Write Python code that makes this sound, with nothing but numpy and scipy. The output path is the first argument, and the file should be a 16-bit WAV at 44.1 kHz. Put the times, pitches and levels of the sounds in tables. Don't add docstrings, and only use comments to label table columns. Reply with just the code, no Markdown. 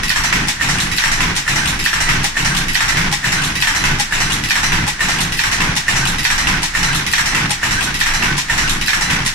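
import sys
import numpy as np
from scipy import signal
from scipy.fft import rfft, irfft, next_fast_len
from scipy.io import wavfile
from scipy.ndimage import map_coordinates

SR = 44100
rng = np.random.default_rng(int(sys.argv[2]) if len(sys.argv) > 2 else 0)


def transcribe(u):
    v = np.clip(np.atleast_2d(u).T, -1, 1)
    q = np.round(v * 32767).astype(np.int16)
    wavfile.write(sys.argv[1], SR, q)


N = 411894

# (knock [s], crack [s], bump [s], slap [s], shuttle box tock [dB], squeak [dB])
SHAFT_TURNS = [(-0.274, 0.102, 0.16, 0.484, -1, -3), (0.61, 0.983, 1.038, 1.364, -5, -12),
               (1.478, 1.861, 1.93, 2.242, 3.5, 0), (2.368, 2.753, 2.806, 3.126, -1, 2),
               (3.242, 3.623, 3.672, 3.998, 2, 1), (4.123, 4.507, 4.555, 4.878, 1.5, -2),
               (5.006, 5.392, 5.437, 5.765, -5, -2), (5.881, 6.251, 6.302, 6.631, 0, 2.5),
               (6.75, 7.135, 7.181, 7.506, 2.5, 2.5), (7.63, 8.011, 8.061, 8.38, -12, 4.5),
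               (8.498, 8.882, 8.932, 9.262, -7, 0)]
# (time after the knock [s], level [dB])
KNOCK_HITS = [(-.013, -25), (0, -14.5)]
CRACK_HITS = [(.381, -11.5)]
BUMP_HITS = [(.431, -11)]
SLAP_HITS = [(.745, -20), (.756, -12)]
# (frequency [Hz], level [dB])
LOOSE_STEEL_BODY = [(550, -38), (850, -15), (1250, -11), (1800, -42), (2600, 11.5), (3600, -5), (4700, 6),
                    (5900, -8), (7600, -6), (10000, -8), (12000, -7), (14500, -18)]


def amp(db):
    return 10 ** (np.asarray(db) / 20)


def unit(x):
    return x / np.sqrt(np.mean(x ** 2) + 1e-20)


def fade(t, t60):
    return np.exp(-np.log(1000) * t / t60)


def along(points, hz):
    freqs, values = np.transpose(points)
    return np.interp(np.log(hz + 1), np.log(freqs + 1), values)


def wobble(rate, size=N):
    knots = rng.standard_normal(int(size * rate / SR) + 4)
    return map_coordinates(knots, [np.arange(size) * rate / SR], order=2)


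def add(track, s, sound):
    start = max(round(s * SR), 0)
    part = track[..., start:start + sound.shape[-1]]
    part += sound[..., :part.shape[-1]]


def filtered(x, response):
    size = next_fast_len(N + SR // 4, True)
    return irfft(rfft(x, size) * response(np.fft.rfftfreq(size, 1 / SR)), size)[..., :N]


def small_part(hz, corner_hz=720):
    return 1 / np.sqrt(1 + (corner_hz / (hz + 1)) ** 6)


def times_of(delay):
    marks = np.array([hits[-1][0] for hits in (KNOCK_HITS, CRACK_HITS, BUMP_HITS, SLAP_HITS)])
    return np.array([delay + np.interp(delay, marks, turn[:4] - marks) for turn in SHAFT_TURNS])


def every_turn(hits, turn_db=0):
    return [(s, level) for delay, db in hits
            for s, level in zip(times_of(delay), np.full(len(SHAFT_TURNS), db) + turn_db)
            if 0 < s < N / SR]


def rush(gain):
    likeness = [(30, .99), (150, 0.97), (260, 0.94), (500, 0.0058), (1000, 0.35), (2000, 0.016), (12000, 0)]  # (frequency [Hz], left-right correlation [ratio])

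    def mid_and_side(hz):
        angle = np.arccos(np.clip(along(likeness, hz), -1, 1)) / 2
        return gain(hz) * np.array([np.cos(angle), np.sin(angle)])

    mid, side = filtered(rng.standard_normal((2, N)), mid_and_side)
    return unit(np.array([mid + side, mid - side]))


def through(x, body, ripple_db, size=2048):
    steel = [(3680, 130, 4), (5500, 1050, 4.5), (7410, 950, 5), (9390, 710, 5), (11420, 350, 5),
             (13600, 450, 8.5)]
    hz = np.fft.rfftfreq(size, 1 / SR)
    modes = np.array([np.interp(hz, np.linspace(0, SR / 2, 400), rng.standard_normal(400)) for _ in x])
    steel_db = sum(lift_db / (1 + (2 * (hz - centre) / width) ** 2) for centre, width, lift_db in steel)
    magnitude = amp(along(body, hz) + steel_db + ripple_db * modes) * small_part(hz)
    cepstrum = irfft(np.log(magnitude + 1e-4))
    cepstrum[:, 1:size // 2] *= 2
    cepstrum[:, size // 2 + 1:] = 0
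    response = irfft(np.exp(rfft(cepstrum)))
    response /= np.linalg.norm(response, axis=1, keepdims=True)
    return signal.oaconvolve(x, response, axes=1)[:, :N]


def blows(hits, body, t60, snap_db, pan_db=0, lead_db=-22, bounce=.008, rise=.0071, ripple_db=4.5):
    track, t = np.zeros((2, N)), np.arange(SR // 3) / SR
    tail = fade(t, t60) * (1 - np.exp(-t / rise))
    contact = fade(t[:1024], .019)
    touch = lambda: rng.standard_normal((2, 1024)) * contact
    for s, usual_db in every_turn(hits):
        db = usual_db + rng.normal(0, .53)
        rattle = np.repeat(amp(rng.standard_normal(100)), len(t) // 100)
        sound = rng.standard_normal((2, len(t))) * rattle * tail
        contact_times = np.r_[0, np.cumsum(bounce * rng.uniform(.4, 1.6, size=4))]
        for rebound, delay in enumerate(contact_times):
            add(sound, delay, amp(snap_db - 4.8 * rebound + rng.normal(0, 1)) * touch())
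        add(track, s, amp(db) * sound)
        for early in rng.uniform(.0014, .017, size=3):
            add(track, s - early, amp(db + lead_db) * touch())
    return through(track, body, ripple_db) * amp([[pan_db / 2], [-pan_db / 2]])


def ring(hits, modes, gain_db, rise, blur, scatter_db=2, spread=1, turn_db=0):
    track = np.zeros((2, N))
    for hz, mode_db, t60 in modes:
        t = np.arange(int(min(t60, .2) * SR)) / SR
        envelope = fade(t, t60) * (1 - np.exp(-t / rise))
        for s, db in every_turn(hits, turn_db):
            drift = blur * np.cumsum(rng.standard_normal(9000))[:len(t)] / np.sqrt(SR / 100)
            gains = amp(db + gain_db + mode_db + scatter_db * rng.standard_normal((2, 1)))
            phase = rng.uniform(0, 2 * np.pi) + spread * rng.standard_normal((2, 1))
            add(track, s, gains * np.sin(2 * np.pi * hz * t + drift + phase) * envelope)
    return track


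def hall():
    spectrum = [(550, -8), (850, -5.5), (1250, -2.5), (1800, 4), (2600, -5), (3600, -7), (4700, -8.5),
                (5900, -7.5), (7600, -14.5), (10000, -20), (12000, -33), (14500, -50)]
    return amp(-28 + .41 * wobble(12)) * rush(lambda hz: amp(along(spectrum, hz)) * small_part(hz))


def strain():
    strokes = [(-.018, 0.274, -27, -26, -22), (.27, 0.336, -25.5, -27.5, -44),
               (0.421, 0.585, -26.5, -30.5, -23.5), (0.555, 0.713, -26, -23, -20.5)]
    idle_db, release_t60 = (-32, -38.5, -36.5), np.array([.19, .4, .3])
    attack_s = .048
    t = np.arange(SR // 2) / SR
    power = np.zeros((3, N + SR)) + amp(idle_db)[:, None] ** 2
    for begin, end, *levels_db in strokes:
        release = fade(np.maximum(t - (end - begin), 0), release_t60[:, None])
        swell = np.minimum(t / attack_s, 1) * release
        for s in times_of(begin):
            add(power, s + 1, (amp(levels_db)[:, None] * swell) ** 2)
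    return np.sqrt(power[:, SR:])


def drive():
    # (frequency [Hz], level [dB])
    floor = [(8, -35), (18, 14), (27, -2), (42, -4), (58, -3), (90, -17), (200, -68)]
    frame = [(45, -12), (68, -5.5), (86, -8), (101, -1), (120, -5), (140, 0.5), (158, -2), (176, -3),
             (195, -6.5), (235, -7.5), (275, -10), (298, -8.5), (335, -12), (520, -20.5), (900, -68)]
    gears = [(550, -5.5), (850, -0.5), (1250, -1.5), (1800, 2), (2600, -1.5), (3600, -8), (4700, -11.5),
             (5900, -9), (7600, -27.5), (10000, -26), (12000, -48), (14500, -56)]
    on_floor, on_frame, on_gears = strain()
    shake = on_floor * rush(lambda hz: amp(along(floor, hz)))
    boom = on_frame * rush(lambda hz: amp(along(frame, hz)))
    chatter = unit(amp(1.9 * wobble(220)))
    grind = on_gears * chatter * rush(lambda hz: amp(along(gears, hz)) * small_part(hz))
    return shake + boom + grind


def frame_thuds():
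    jolts = [(.025, -22), (.11, -23.5), (.2, -23.5), (.605, -19.5), (.67, -18.5)]  # (time after the knock [s], level [dB])
    modes = [(101.2, -3.5, 0.4), (139.7, 0.5, .4), (175.6, -1.5, 0.35)]  # (frequency [Hz], level [dB], t60 [s])
    return ring(jolts, modes, gain_db=-2.5, rise=.014, blur=.46, scatter_db=.8, spread=.1)


def bearing():
    squeaks = [(.125, .06, 1480, 1640, -22), (.235, .04, 1560, 1510, -28), (.56, .05, 1930, 1990, -27),
               (.645, .07, 1515, 1510, -25)]
    track = np.zeros((2, N))
    for delay, length, from_hz, to_hz, db in squeaks:
        for s, turn_db in zip(times_of(delay), np.array(SHAFT_TURNS)[:, -1]):
            progress = np.linspace(0, 1, int(length * SR))
            pitch = (from_hz + (to_hz - from_hz) * progress) * rng.normal(1, .013)
            grip = np.array([wobble(170, len(progress)) for _ in track])
            phase = 2 * np.pi * np.cumsum(pitch) / SR + .8 * grip
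            rough_db = db + turn_db + rng.normal(2, 1) + 3 * wobble(200, len(progress))
            if s > 0:
                add(track, s, amp(rough_db) * np.sin(np.pi * progress) * np.sin(phase))
    return track


def loose_steel():
    hits = [(.361, -23)]  # (time after the knock [s], level [dB])
    return blows(hits, LOOSE_STEEL_BODY, t60=.35, snap_db=7, pan_db=6.5)


def pawl():
    # (time after the knock [s], level [dB])
    tick = [(.177, -18)]
    click = [(.196, -15)]
    # (frequency [Hz], level [dB])
    tick_body = [(550, 0), (850, 9), (1250, 11), (1800, -4), (2600, 14.5), (3600, 4), (4700, -3),
                 (5900, -8), (7600, -5), (10000, -16), (12000, -14), (14500, -20)]
    click_body = [(550, -7), (850, -23), (1250, 1), (1800, 6), (2600, -4), (3600, 9.5), (4700, -3.5),
                  (5900, 1), (7600, -2), (10000, -5.5), (12000, -7.5), (14500, -18)]
    return (blows(tick, tick_body, t60=.16, snap_db=2, pan_db=6, rise=.001)
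            + ring(tick, [(4760, 0, .025), (8650, -1.7, .044)], gain_db=-.5, rise=.0012, blur=1.4)
            + blows(click, click_body, t60=.3, snap_db=3.5, pan_db=.5)
            + ring(click, [(3380, 0, .09), (3950, -1, .082)], gain_db=-4, rise=.0027, blur=3.1))


def heald_frames():
    hits = [(.312, -16)]  # (time after the knock [s], level [dB])
    body = [(550, -7.5), (850, 6), (1250, 5), (1800, 4.5), (2600, 13.5), (3600, 4), (4700, 0.5), (5900, 3),
            (7600, -5), (10000, -4), (12000, -7), (14500, -25)]
    return (blows(hits, body, t60=.24, snap_db=3.5, lead_db=-24)
            + ring(hits, [(1946, 2, .4), (3880, -3, .3)], gain_db=-7, rise=.0014, blur=2))


def linkage():
    hits = [(.079, -13), (.508, -13.3)]  # (time after the knock [s], level [dB])
    body = [(550, -2), (850, 1), (1250, -1.5), (1800, 8), (2600, 1.5), (3600, -4), (4700, -4), (5900, -2.5),
            (7600, -7.5), (10000, -13.5), (12000, -18), (14500, -28)]
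    iron_modes = [(4046, 2, .38), (6022, 3.5, .36), (7245, -3.5, .35), (8557, -4, .35), (9582, -7, .35),
                  (11396, -15, .35), (12760, -16, .3)]
    return (blows(hits, body, t60=.36, snap_db=2, pan_db=.5, rise=.0038)
            + ring(hits, iron_modes, gain_db=-10, rise=.026, blur=1.2)
            + ring(hits, [(850, 0, .069)], gain_db=-3.5, rise=.0047, blur=2.2))


def picking_stick():
    hits = [(.598, -13), (.629, -24)]  # (time after the knock [s], level [dB])
    body = [(550, -8), (850, -12.5), (1250, -3.5), (1800, 5), (2600, -1.5), (3600, -6), (4700, -12),
            (5900, -10), (7600, -14.5), (10000, -19.5), (12000, -22.5), (14500, -33)]
    modes = [(2657, -1, .15), (2745, 8, .012), (1755, 6, .019), (994, -6, .37)]
    return (blows(hits, body, t60=.41, snap_db=4.5, lead_db=-30, rise=.0066)
            + ring(hits, modes, gain_db=-5, rise=.00026, blur=1.75))


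def shuttle():
    body = [(550, -7), (850, 6), (1250, -2.5), (1800, 9), (2600, 9), (3600, 5), (4700, 3.5), (5900, 4),
            (7600, -0.5), (10000, -8.5), (12000, -13), (14500, -17)]
    box, tock_db = [(833, 0, .11)], np.array(SHAFT_TURNS)[:, -2]
    wood = [(3390, -7, .28), (1006, -4, .12), (1914, -2, .28)]
    steel_tip = [(9020, 0, .08), (10800, -1, .04), (13400, -7, .04)]
    return (blows(SLAP_HITS, body, t60=.24, snap_db=2.5, pan_db=2.3, lead_db=-30, ripple_db=2.5)
            + ring(SLAP_HITS, box, gain_db=-6.5, rise=.002, blur=1.2, spread=.5, turn_db=tock_db)
            + ring(SLAP_HITS, wood, gain_db=-8.5, rise=.00087, blur=1.1)
            + ring(SLAP_HITS, steel_tip, gain_db=-6, rise=.0027, blur=2))


def wood_knock():
    body = [(550, -11), (850, -2.5), (1250, -3.5), (1800, 3), (2600, 1.5), (3600, -8), (4700, -10.5),
            (5900, -10.5), (7600, -12), (10000, -18.5), (12000, -21.5), (14500, -33)]
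    wood = [(1805, 0, .075), (1450, -8, .03)]
    sheen = [(7230, 0, .22), (8565, -6, .22), (12760, -12, .22)]
    return (blows(KNOCK_HITS, body, t60=.52, snap_db=-1, pan_db=.5, lead_db=-15)
            + ring(KNOCK_HITS, wood, gain_db=8, rise=.0007, blur=1.8, scatter_db=1, spread=.3)
            + ring(KNOCK_HITS, sheen, gain_db=-16, rise=.008, blur=1.8))


def wood_crack():
    first_touch = [(.373, -19.5)]  # (time after the knock [s], level [dB])
    body = [(550, -10), (850, 5), (1250, 1.5), (1800, 14), (2600, 6.5), (3600, 6), (4700, -2), (5900, 1),
            (7600, -9), (10000, -12.5), (12000, -16), (14500, -26)]
    wood = [(1820, 4, .028), (1480, -17, .0081), (4090, -6, .024)]
    return (blows(CRACK_HITS, body, t60=.32, snap_db=5)
            + blows(first_touch, LOOSE_STEEL_BODY, t60=.044, snap_db=6, pan_db=-5, bounce=.0023, rise=.001)
            + ring(CRACK_HITS, wood, gain_db=2, rise=.00064, blur=1.4))


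def wood_bump():
    body = [(550, -5), (850, 2.5), (1250, 3.5), (1800, 11), (2600, 2), (3600, -1), (4700, -5), (5900, -4),
            (7600, -7.5), (10000, -14), (12000, -19.5), (14500, -25)]
    wood = [(1794, -1, .049), (1390, -6, .01)]
    return (blows(BUMP_HITS, body, t60=.34, snap_db=1.5, pan_db=1, lead_db=-13)
            + ring(BUMP_HITS, wood, gain_db=4, rise=.00043, blur=2.4, scatter_db=1.5, spread=.33))


def scene():
    woodwork = wood_knock() + wood_crack() + wood_bump() + picking_stick() + shuttle() + heald_frames()
    ironwork = linkage() + pawl() + loose_steel()
    return woodwork + ironwork + drive() + frame_thuds() + bearing() + hall()


def record(dry):
    balance = [(60, 0.0), (92, 0), (140, -0.5), (210, 1), (330, -1), (500, -1), (770, 1.5), (1170, -0.5),
               (1790, -2), (2740, 1), (4190, -4), (6410, -2.5), (9810, 5.5), (15000, -4.5)]
    ceiling, top_hz = .92, 15400
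    ports = filtered(dry, lambda hz: amp(along(balance, hz) * np.array([[.5], [-.5]])))
    rounded = ports / (1 + np.abs(ports / ceiling) ** 6) ** (1 / 6)
    return filtered(rounded, lambda hz: hz < top_hz)


dry = scene()
out = record(dry)
transcribe(out)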